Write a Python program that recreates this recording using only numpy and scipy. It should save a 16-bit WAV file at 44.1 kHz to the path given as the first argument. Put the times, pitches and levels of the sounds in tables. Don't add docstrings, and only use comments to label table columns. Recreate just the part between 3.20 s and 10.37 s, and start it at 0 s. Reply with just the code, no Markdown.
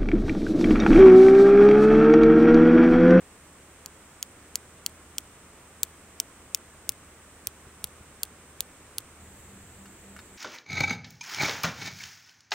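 import sys
import numpy as np
from scipy import signal
from scipy.fft import rfft, irfft, next_fast_len
from scipy.io import wavfile
from scipy.ndimage import uniform_filter1d

SR = 44100
rng = np.random.default_rng(int(sys.argv[2]) if len(sys.argv) > 2 else 0)


def persist_wave(psi):
    counts = np.round(np.clip(psi, -1, 1) * 32767).astype(np.int16)
    wavfile.write(sys.argv[1], SR, np.atleast_2d(counts).T)


def ratio_of_db(decibels):
    return 10 ** (np.asarray(decibels, float) / 20)


N = 316364
CLOCK = np.arange(N) / SR
CHANGE_S = 6.0

# start in seconds, strength in dB, pitch of the peg in Hz,
# brightness above that pitch in dB per octave, delay of the second touch in ms.
BLOWS = [(0.6602, -9, 6840, 0, 0.18), (1.0277, -1.8, 6540, -2, 0.61), (1.3564, 2.5, 6770, 0, 0.18),
         (1.6631, 1.4, 6840, 0, 0.69), (1.983, 1.2, 7740, -2.8, 0.33), (2.6324, -.2, 7560, 6, 0.28),
         (3.0008, -0.1, 7280, 0, 0.36), (3.3474, 0.1, 6900, 2.5, 0.36), (3.6923, 1.6, 8740, -2.5, 0.4),
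         (4.2712, -1.3, 8600, 9.5, .345), (4.6423, -0.7, 6690, 3.5, 0.24), (5.033, 0, 8930, 8, 0.29),
         (5.4062, 0.8, 6720, 1.7, 0.25), (5.7833, 0.5, 9330, -4.5, 0.29)]
# start in seconds, level in dB.
BOUNCES = [(1.0484, -57), (1.373, -49), (1.6934, -47), (2.0044, -48), (2.649, -45), (3.3718, -44),
           (3.719, -39.5), (4.2854, -51), (4.6704, -45), (5.051, -41), (5.4226, -47), (5.803, -44)]
# start in seconds, handle knock in dB,
# left minus right in dB.
BOUTS = [
    (0, -2, 2.0),
    (2.3, 1, 3.6),
    (4.0, 4, 1.2),
]
# low, middle and main peg ring, two high head rings,
# two weaker rings, all in Hz.
RINGS_HZ = [
    (3350, 4790, 7000, 10730, 14880, 5640, 11810),
    (3730, 5720, 7200, 10150, 15580, 6580, 13300),
    (3480, 4450, 8000, 10130, 14360, 5930, 11600),
]
RINGS_DB = [
    (2.8, 7, 11.9, 5.7, 1, 1.5, .6),
    (4.4, 13.6, 15.4, 8, 9.1, 9.5, 2.4),
    (-0.5, 6.8, 10.3, 9.4, -0.5, 5.3, 6.1),
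]
RING_T60_S = (.0052, .0031, .0037, .0042, .0045, .0037, .0043)
PORT_LEAD_RAD = (.25, .35, .45, .7, 1.1, .4, .9)
FOLLOW = (.17, .69, 1, 0, 0, 0, .13)
# delay in ms, level in dB.
ECHOES = [
    (.33, -3),
    (.6, -15),
]
# centre of the lobe in seconds, level in dB, length in ms, push 1 or pull -1.
THUDS = [(3.704, -45, 2.9, 1), (4.28, -45, 3, 1), (4.471, -42.5, 2.4, -1), (4.651, -45.5, 2.1, 1),
         (4.812, -40.5, 2.2, 1), (5.044, -49, 3, 1), (5.417, -48, 4, 1), (5.794, -46, 3, 1)]
# start in seconds, level in dB, brightness in dB.
CLACKS = [
    (6.6571, -38, -14),
    (6.9642, -33, -27),
    (6.99, -32.5, -11),
]
# pitch in Hz, level in dB, decay by 60 dB in seconds.
POLE_MODES = [(1450, 5, 0.024), (1724, -9, 0.11), (2224, -11.5, 0.14), (2870, -8.5, 0.057),
              (3704, -13, 0.081), (4360, -13.5, 0.11), (5100, -9.5, 0.047)]
# time in seconds, second order in dB, rumble in dB.
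MOTOR = [
    (6.0, -59, -54.5),
    (6.35, -54, -52.5),
    (6.62, -52.5, -59),
    (6.9, -52, -73),
    (7.17, -56, -71),
]
# peak in seconds, level in dB, rise in seconds, fade in dB per second.
RUSTLE = [
    (2.67, -63, .004, 150),
    (6.2, -66, .15, 55),
]
# frequency in Hz, level in dB.
NEAR = [(25, -18), (40, -9), (100, -7.5), (210, -8.5), (320, -9.5), (420, -10.5), (850, -15.5),
        (1150, -13.5), (2200, -18.5), (3000, -23), (4600, -31), (7500, -25), (10700, -35), (15900, -33.5)]
# frequency in Hz, level in dB.
WIDE = [(25, -12), (86, -1), (150, -9), (300, -8), (400, -9), (650, -13.5), (1950, -16.5), (3000, -22.5),
        (5200, -31.5), (7800, -23), (9900, -31.5), (15900, -31.5)]
# frequency in Hz, level in dB.
PORT_SPREAD = [(60, -70), (110, -59), (200, -61), (380, -35.5), (700, -17), (1290, -10.5), (2380, -4.5),
               (4400, 1.5), (8120, 3.5), (15000, -1)]
# frequency in Hz, level in dB.
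LEAN = [(60, 0.0), (110, 0.0), (200, 0.0), (380, 0.0), (700, -0.5), (1290, -2.0), (2380, -1), (4400, -1),
        (8120, -3.5), (15000, -2.5)]


def unit(x):
    return x / np.sqrt(np.mean(x ** 2))


def fall(t, t60):
    return np.exp(-np.log(1000) * t / t60)


def filtered(design, x):
    return signal.sosfilt(design, x)


def colour(x, points):
    size = next_fast_len(N)
    hz, db = np.transpose(points)
    bins_hz = np.arange(size // 2 + 1) * SR / size
    gain = ratio_of_db(np.interp(np.log(bins_hz + 1), np.log(hz), db))
    return irfft(rfft(x, size) * gain, size)[..., :N]


def band(lo_hz, hi_hz, channels=1):
    edges = signal.butter(2, [lo_hz, hi_hz], "band", fs=SR, output="sos")
    return unit(filtered(edges, rng.standard_normal((channels, N))))


def curve(s, db):
    return ratio_of_db(np.interp(CLOCK, s, db, -120, -120))


def ring(hz, db, t60, phase, size=1300):
    t = np.arange(size) / SR
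    decay = fall(t, np.maximum(t60, 1e-3)[:, None])
    return ratio_of_db(db)[:, None] * decay * np.sin(2 * np.pi * hz[:, None] * t + phase[:, None])


def add(out, s, sound):
    i = int(s * SR)
    out[:, i:i + sound.shape[-1]] += sound[..., :N - i]


def steel_rings(hz, db, pan_db, chance):
    start = .12 * chance[:7]
    hz, level_db, t60 = np.array(hz), np.array(db) - 22.5, np.array(RING_T60_S)
    lead = np.array(PORT_LEAD_RAD)
    left = ring(hz, level_db, t60, start + .5 * lead, size=900)
    right = ring(hz, level_db, t60, start - .5 * lead, size=900)
    lean_db = pan_db * np.array([.05, 0.5, 0.5, 0.6, 1.5, 0.5, 0.9])
    return np.array([ratio_of_db(lean_db / 2) @ left, ratio_of_db(-lean_db / 2) @ right])


def crack():
    click = np.zeros(900)
    click[0] = 1
    for ms, echo_db in ECHOES:
        click[int(ms * SR / 1000)] = ratio_of_db(echo_db)
    return filtered(signal.butter(3, 11500, fs=SR, output="sos"), click)


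def grit(chance):
    t = np.arange(900) / SR
    noise = chance[20:920] + 0.13 * np.array([chance[920:], -chance[920:]])
    tail = ratio_of_db(-22) * fall(t, 0.0056) + ratio_of_db(-32.5) * fall(t, 0.032)
    return noise * tail * (t > .0007)


def handle_knock():
    hz, db = np.array([442.0, 1090.0, 1390.0, 1760.0]), np.array([-4.5, 5.0, 3.0, -22.0])
    t60 = np.array([0.042, 0.0092, 0.024, 0.0071])
    return ring(hz, db, t60, np.zeros(4), size=900).sum(0)


def tick(hz, db, knock_db, pan_db, chance):
    impact_db = np.mean(db) - 10.0 + pan_db * np.array([[.3], [-.3]])
    impact = ratio_of_db(impact_db) * (crack() + ratio_of_db(1.5) * grit(chance))
    sound = steel_rings(hz, db, pan_db, chance) - impact
    thin = filtered(signal.butter(5, 2400, "high", fs=SR, output="sos"), sound)
    return thin + ratio_of_db(knock_db - 49.0) * handle_knock()


def hammer():
    touch_db, scatter_db, pan_per_db = -7.6, .6, .08
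    out = np.zeros((2, N))
    chance = rng.standard_normal((len(BLOWS), 1820))
    for (s, db, peg_hz, bright_db, touch_ms), luck in zip(BLOWS, chance):
        bout = np.searchsorted(np.transpose(BOUTS)[0], s) - 1
        _, knock_db, pan_db = BOUTS[bout]
        usual = np.array(RINGS_HZ[bout])
        hz = usual * (peg_hz / usual[2]) ** np.array(FOLLOW)
        octaves_above = np.maximum(np.log2(hz / peg_hz), 0)
        ring_db = db + np.array(RINGS_DB[bout]) + bright_db * octaves_above + scatter_db * luck[7:14]
        blow = tick(hz, ring_db - 0.5, knock_db, pan_db + pan_per_db * db, luck)
        lag = touch_ms * SR / 1000
        second = np.roll(blow, int(lag), axis=1) * (np.arange(900) > lag - 1)
        add(out, s - .0001, blow + ratio_of_db(touch_db) * second)
    chance = rng.standard_normal((len(BOUNCES), 1820))
    for (s, level_db), luck in zip(BOUNCES, chance):
        bounce = tick(RINGS_HZ[-1], [2.7, 2.3, 2.8, 4.6, 1, 2.4, 3], -10, .4, luck)
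        add(out, s + 0.0016, ratio_of_db(level_db + 20) * bounce)
    return out


def soil():
    out = np.zeros((2, N))
    t = np.arange(-800, 800) / SR
    for s, db, ms, way in THUDS:
        u = t / (ms / 1000)
        lobe = (1 - u ** 2) * np.exp(-u ** 2 / 2)
        add(out, s - 800 / SR, np.sign(way) * ratio_of_db(db) * lobe)
    return out


def poles():
    out = np.zeros((2, N))
    hz, mode_db, t60 = np.transpose(POLE_MODES)
    chance = rng.standard_normal((len(CLACKS), 3, 10))
    for (s, db, bright_db), luck in zip(CLACKS, chance):
        for lag_s, touch_db, row in zip((0, .004, .011), (0, -5, -9), luck):
            detuned = hz * (1 + 0.021 * row[:len(hz)])
            tilted_db = mode_db + (hz > 3000) * (bright_db + 13)
            rings = ring(detuned, tilted_db, .5 * t60, 2 * row[::-1][:len(hz)])
            soft = np.minimum(np.arange(rings.shape[1]) / (0.00044 * SR), 1)
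            scrape = uniform_filter1d(rng.standard_normal(400), size=2)
            rings[0, :400] += ratio_of_db(-6) * scrape * np.exp(-np.arange(400) / 170)
            pan = ratio_of_db(db + touch_db - 7 + np.array([[.3], [-.3]]))
            add(out, s + lag_s, pan * rings.sum(0) * soft)
    return out


def rustle():
    grains = ratio_of_db(3.0 * unit(uniform_filter1d(rng.standard_normal(N), 60)))
    brush = np.zeros(N)
    for s, db, rise_s, fade_db in RUSTLE:
        since = CLOCK - s
        brush += ratio_of_db(db - fade_db * np.maximum(since, 0)) * np.clip(1 + since / rise_s, 0, 1)
    return band(8900, 15000, channels=2) * grains * brush


def engines():
    wobble = unit(uniform_filter1d(rng.standard_normal(N), 3000))
    swell = unit(uniform_filter1d(uniform_filter1d(rng.standard_normal(N), size=12000), size=12000))
    hum_phase = 2 * np.pi * np.cumsum(76.8 + 1.83 * wobble) / SR
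    hum = np.sqrt(2) * np.sin(hum_phase) * ratio_of_db(-60 + 1.3 * swell - 2.5)
    motor_hz, beat_hz, beat_peak_s, beat_depth = 195.6, 3.6, 6.635, .9
    beat = 1 - beat_depth * np.sin(np.pi * beat_hz * (CLOCK - beat_peak_s)) ** 2
    s, order_db, rumble_db = np.transpose(MOTOR)
    order = np.sqrt(2) * np.sin(2 * np.pi * motor_hz * CLOCK) * beat * curve(s, order_db)
    rumble = band(77, 133) * curve(s, rumble_db) * ratio_of_db(-5.0)
    return hum + order + rumble


def insects():
    before = CLOCK < CHANGE_S
    chorus_hz, chorus_db = np.where(before, 8430, 7900), np.where(before, -64.5, -62.5)
    slow = filtered(signal.butter(2, 700, fs=SR, output="sos"), rng.standard_normal((2, 2, N)))
    phase = 2 * np.pi * np.cumsum(chorus_hz) / SR
    return ratio_of_db(chorus_db + 5.5) * unit(slow[0] * np.cos(phase) + slow[1] * np.sin(phase))


def river():
    mid, side = rng.standard_normal((2, N))
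    side = colour(side, PORT_SPREAD)
    left = colour(mid + side, [(hz, db / 2) for hz, db in LEAN])
    right = colour(mid - side, [(hz, -db / 2) for hz, db in LEAN])
    top_cut = signal.ellip(10, .2, 60, 15760, fs=SR, output="sos")
    pair = filtered(top_cut, np.array([left, right]))
    near, wide = unit(colour(pair, NEAR)), unit(colour(pair, WIDE))
    return np.where(CLOCK < CHANGE_S, ratio_of_db(-52.5) * near, ratio_of_db(-51.5) * wide)


def scene():
    return hammer() + soil() + poles() + rustle() + engines() + insects() + river()


def band_limit(x):
    return signal.sosfilt(signal.butter(12, 17340, fs=SR, output="sos"), x)


def record(dry):
    top_cut = signal.ellip(5, .3, 45, 16150, fs=SR, output="sos")
    mix = np.clip(signal.sosfiltfilt(top_cut, dry), -1, 1)
    return band_limit(mix)


dry = scene()
out = record(dry)
persist_wave(out)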